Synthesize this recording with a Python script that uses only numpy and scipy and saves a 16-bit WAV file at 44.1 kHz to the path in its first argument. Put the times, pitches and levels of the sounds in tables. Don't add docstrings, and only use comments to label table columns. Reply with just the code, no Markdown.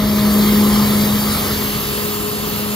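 import sys
import numpy as np
from scipy import signal
from scipy.fft import rfft, irfft, next_fast_len
from scipy.io import wavfile
from scipy.ndimage import uniform_filter1d, map_coordinates

SR = 44100
rng = np.random.default_rng(int(sys.argv[2]) if len(sys.argv) > 2 else 0)


def log_audio(samples):
    frames = np.atleast_2d(samples).T
    limited = np.clip(frames, -1, 1)
    pcm = np.round(limited * 32767).astype(np.int16)
    wavfile.write(sys.argv[1], SR, pcm)


N = 121275

# (time [s], rumble [dB], drone [dB], roar [dB], brush [dB], hiss [dB], fizz [dB])
LAYER_LEVELS = [(0, -22.5, -32.5, -28, -29.5, -38.5, -33), (.15, -25.5, -29, -29, -29, -33.5, -31),
                (.35, -23, -28, -26.5, -28.5, -32, -29.5), (.55, -22.5, -25, -27.5, -27, -31.5, -27.5),
                (.68, -24, -26.5, -26.5, -28, -29.5, -29), (.8, -22, -28.5, -26, -27, -31, -28.5),
                (.95, -23, -28, -26.5, -28, -29.5, -29), (1.15, -25.5, -29, -28.5, -28.5, -32.5, -29.5),
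                (1.32, -26, -29, -27, -27.5, -29, -29.5), (1.5, -27, -30.5, -28.5, -28, -31, -29.5),
                (1.72, -27.5, -32.5, -31, -28.5, -31.5, -29), (1.95, -29.5, -33, -30.5, -29.5, -32, -31),
                (2.2, -30.5, -35, -30, -31.5, -33, -31), (2.4, -31.5, -32, -31, -31, -32.5, -33),
                (2.55, -29, -34.5, -31, -30.5, -34, -30), (2.75, -33, -34, -30.5, -31, -32.5, -33.5)]
RUMBLE_TRIM_DB, DRONE_TRIM_DB, ROAR_TRIM_DB = -1.5, 2, -0.47
BRUSH_TRIM_DB, HISS_TRIM_DB, FIZZ_TRIM_DB = 2, 5.5, 1

# (frequency [Hz], relative density [dB])
FIZZ_SPECTRUM = [(9000, -28), (11500, -4.5), (13000, 0), (14300, -0.5), (15200, -2), (16000, -11)]
HISS_SPECTRUM = [(5200, -34), (6100, -14), (6700, -8.5), (7100, -3.5), (8500, 0), (9300, -2), (11000, -2.5),
                 (12500, -7), (14500, -28)]
ROAR_SPECTRUM = [(300, -17.5), (480, 0.5), (680, -3), (900, -2), (1200, 1.5), (1340, 0), (1450, -13),
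                 (2000, -22)]
DRONE_SPECTRUM = [(150, -30), (215, -0.5), (275, -0.5), (320, -3.5), (360, -3), (470, -5.5), (560, -18.5),
                  (800, -51)]
RUMBLE_SPECTRUM = [(30, -5), (46, -4), (70, -2.5), (100, -3.5), (145, 0.5), (180, -2.5), (230, -18),
                   (320, -35)]
BRUSH_EARLY_SPECTRUM = [(1000, -32), (1500, -2), (2100, 0), (2600, -3.5), (3400, -1), (4500, 0),
                        (5250, -0.5), (5500, -10), (6300, -4.5), (6800, -15), (8000, -45)]
BRUSH_LATE_SPECTRUM = [(1000, -23), (1500, -1.5), (2200, -1.5), (2600, 0), (3100, -1), (4500, -0.5),
                       (5250, -2.5), (5500, -8), (6300, -4.5), (6800, -15), (8000, -41)]

# (frequency [Hz], level at full rumble [dB])
FIRING_ORDERS = [(49, -37), (96, -33), (140, -38.5), (277, -42), (357, -38)]
# (time of peak [s], length [s], frequency [Hz], level [dB])
ENGINE_SURGES = [(0.312, 0.19, 141, -32), (0.578, 0.35, 357.8, -30.5), (0.776, 0.17, 125, -26.5),
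                 (.8, 0.077, 96.2, -29), (1.003, 0.17, 148, -29.5)]
FIRING_DRIFT_RAD, FIRING_FLUTTER_DB = 1.1, 1

# (time [s], blade tone level [dB], 2nd multiple [dB], 3rd [dB], 4th [dB], 5th [dB])
FAN_LEVELS = [(0, -17, -31, -29.5, -47, -40), (.1, -17, -37, -34.5, -44, -45),
              (.22, -15, -35, -33, -45, -38), (.4, -13, -28, -36, -52, -46),
              (.55, -13.5, -29, -48, -41, -38), (.68, -13.5, -32, -48, -36, -31.5),
              (.82, -14, -33, -43, -40, -37.5), (.97, -17, -30.5, -41, -45, -39.5),
              (1.12, -16.5, -39, -37, -44, -51), (1.28, -21, -55, -45, -46, -55),
              (1.43, -26, -31.5, -40, -50, -47), (1.6, -24.5, -30.5, -43, -61, -47),
              (1.75, -28.5, -35.5, -52, -49, -49), (2.0, -28, -31, -51, -59, -41),
              (2.3, -29, -29.5, -50, -55, -44), (2.5, -28, -31, -48, -55, -47),
              (2.75, -24, -34, -40, -46, -55)]
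FAN_BALANCE_DB = [1.4, 5.4, 2.3, 1, 1.8]
BLADE_HZ = 208.43
WAVER_RAD, FLUTTER_DB, ROUGH_RAD = 0.07, .5, 0.067

# (frequency [Hz], left over right [dB])
NOISE_BALANCE = [(50, 0), (200, 0.5), (400, 2), (800, 3.5), (1400, -0.4), (2800, -1.5), (5000, 1),
                 (8000, 0)]
# (frequency [Hz], early left lead [rad], late left lead [rad], early likeness [0-1], late likeness [0-1])
PORTS_LOW = [(40, 0.5, .1, 0.99, .99), (110, 0, 0.25, 1, 0.98), (210, 0.2, 0.7, 0.87, 0.89),
             (700, 0.43, 0.93, 0.94, 0.91), (1220, .5, 1.1, 0.8, 0.69), (1600, 0.4, 1.7, 0.78, 0.74),
             (2270, 1, 2.27, 0.82, 0.67), (2610, 3, 4.3, 0.84, 0.65), (2700, 3.5, 6.3, 0.44, 0.45),
             (3500, 5.5, 7.2, 0.38, 0.57), (4070, 6, 7, 0.87, 0.82), (4530, 6, 7.36, 1, 0.83),
             (5190, 8, 8.3, 1, 0.53), (5550, 6, 4.3, 0.74, .2), (6050, 8, 4, 0.67, .25),
             (6350, 8, 5.1, 1, .45), (6960, 4.5, 5.4, 0.26, 0.39), (7430, 3.5, 3.7, 0.76, 0.42)]
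PORTS_OPPOSED = [(7680, np.pi, np.pi, 1, 1), (9560, np.pi, np.pi, 1, 1)]
PORTS_HIGH_BAND = [(9810, 2.4, 2.04, 0.89, 1), (9960, 2.03, 3.9, 0.99, 0.91),
                   (10880, 2.05, 1.73, 0.4, 0.58), (11750, 1.15, 0.83, 0.8, .66), (12100, .3, .3, 1, 0.97)]
PORTS_IN_STEP = [(12700, 0, 0, 1, 1)]
# (start [s], end [s])
TURN_TIMES = (1.33, 2.02)

TOP_HZ = 15760
BASS_CUT_HZ, BASS_CUT_ORDER, BASS_FLOOR_DB = 44, 14, -23


def amp(db):
    return 10 ** (np.asarray(db) / 20)


def unit(x):
    return x / np.sqrt(np.mean(x ** 2) + 1e-20)


def along(points, hz):
    f, *columns = np.transpose(points)
    return [np.interp(np.log(hz + 1), np.log(f + 1), column) for column in columns]


def curves(rows):
    s, *columns = np.transpose(rows)
    return [np.interp(np.arange(N) / SR, s, column) for column in columns]


def wobble(rate):
    knots = rng.standard_normal(int(N * rate / SR) + 4)
    return map_coordinates(knots, [np.arange(N) * rate / SR])


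def port_relation(hz, s):
    points = PORTS_LOW + PORTS_OPPOSED + PORTS_HIGH_BAND + PORTS_IN_STEP
    columns = along(points, hz)
    lead0, lead1, like0, like1 = [np.asarray(column)[..., None] for column in columns]
    turn = np.interp(s, TURN_TIMES, [0, 1])
    lead = lead0 + turn * (lead1 - lead0)
    likeness = np.clip(like0 + turn * (like1 - like0), 0, 1)
    return lead, likeness


def rush(spectrum, patchy_db):
    hz, s, z = signal.stft(rng.standard_normal((2, N)), SR, nperseg=2048, noverlap=1536)
    patches = rng.standard_normal(z.shape[1:])
    patches = uniform_filter1d(patches, size=16, axis=0)
    patches = uniform_filter1d(patches, size=4, axis=1)
    ends_added = [(1, spectrum[0][1] - 12)] + spectrum + [(SR / 2, -120)]
    colour_db = along(ends_added, hz)[0][:, None]
    gain = amp(colour_db + patchy_db * unit(patches))

    lead, likeness = port_relation(hz, s)
    angle = np.arccos(likeness) / 2
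    shared, apart = np.cos(angle) * z[0], np.sin(angle) * z[1]
    balance_db = along(NOISE_BALANCE, hz)[0][:, None]
    tilt = amp(balance_db / 2) * np.exp(.5j * lead)
    pair = np.array([(shared + apart) * tilt, (shared - apart) / tilt])
    noise = signal.istft(gain * pair, SR, nperseg=2048, noverlap=1536)[1]
    return unit(noise[:, :N])


def tone(hz, phase, level_db, balance_db):
    lead = port_relation(hz, np.arange(N) / SR)[0]
    side = np.array([[.5], [-.5]])
    return np.sqrt(2) * amp(level_db + balance_db * side) * np.sin(phase + side * lead)


def upper_hiss(level_db, gust_db):
    return amp(level_db + FIZZ_TRIM_DB + gust_db + .35 * wobble(15)) * rush(FIZZ_SPECTRUM, patchy_db=2.7)


def lower_hiss(level_db, gust_db):
    return amp(level_db + HISS_TRIM_DB + gust_db + 0.35 * wobble(20)) * rush(HISS_SPECTRUM, patchy_db=2.03)


def air_roar(level_db):
    return amp(level_db + ROAR_TRIM_DB + 0.18 * wobble(8.5)) * rush(ROAR_SPECTRUM, patchy_db=1.42)


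def body_drone(level_db):
    return amp(level_db + DRONE_TRIM_DB) * rush(DRONE_SPECTRUM, patchy_db=0.5)


def engine(level_db):
    t = np.arange(N) / SR
    below_full_db = level_db - level_db.max()
    sound = amp(level_db + RUMBLE_TRIM_DB) * rush(RUMBLE_SPECTRUM, patchy_db=.6)
    for hz, db in FIRING_ORDERS:
        phase = 2 * np.pi * hz * t + FIRING_DRIFT_RAD * wobble(8)
        order_db = db + below_full_db + FIRING_FLUTTER_DB * wobble(7.07)
        sound = sound + tone(hz, phase, order_db, 0)
    for peak, length, hz, db in ENGINE_SURGES:
        swell = np.exp(-(2 * (t - peak) / length) ** 2)
        phase = 2 * np.pi * hz * t + .5 * wobble(8.2)
        sound = sound + swell * tone(hz, phase, db, 0)
    return sound


def gutter_brush(level_db, gust_db):
    away = np.interp(np.arange(N) / SR, TURN_TIMES, [0, np.pi / 2])
    early = np.cos(away) * rush(BRUSH_EARLY_SPECTRUM, patchy_db=1.8)
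    late = np.sin(away) * rush(BRUSH_LATE_SPECTRUM, patchy_db=.9)
    return amp(level_db + BRUSH_TRIM_DB + 0.46 * gust_db + 0.24 * wobble(12.6)) * (early + late)


def suction_fan():
    shaft_phase = 2 * np.pi * BLADE_HZ * np.arange(N) / SR + WAVER_RAD * wobble(5.93)
    sound = 0
    for k, db, balance_db in zip(range(1, 6), curves(FAN_LEVELS), FAN_BALANCE_DB):
        unsteady = np.sqrt(k)
        start = 2 * np.pi * rng.random()
        phase = k * shaft_phase + unsteady * ROUGH_RAD * wobble(25.06) + start
        level_db = db + unsteady * FLUTTER_DB * wobble(22.03)
        sound = sound + tone(k * BLADE_HZ, phase, level_db, balance_db)
    return sound


def scene():
    rumble_db, drone_db, roar_db, brush_db, hiss_db, fizz_db = curves(LAYER_LEVELS)
    gust_db = .5 * wobble(5.15)
    air = upper_hiss(fizz_db, gust_db) + lower_hiss(hiss_db, gust_db) + air_roar(roar_db)
    truck = body_drone(drone_db) + engine(rumble_db)
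    return air + truck + gutter_brush(brush_db, gust_db) + suction_fan()


def record(dry):
    m = next_fast_len(N + 8192)
    hz = np.fft.rfftfreq(m, 1 / SR)
    cut = 1 / np.sqrt(1 + (BASS_CUT_HZ / (hz + 1)) ** (2 * BASS_CUT_ORDER))
    bass = np.maximum(amp(BASS_FLOOR_DB), cut)
    return irfft(rfft(dry, m) * (hz < TOP_HZ) * bass, m)[..., :N]


dry = scene()
out = record(dry)
log_audio(out)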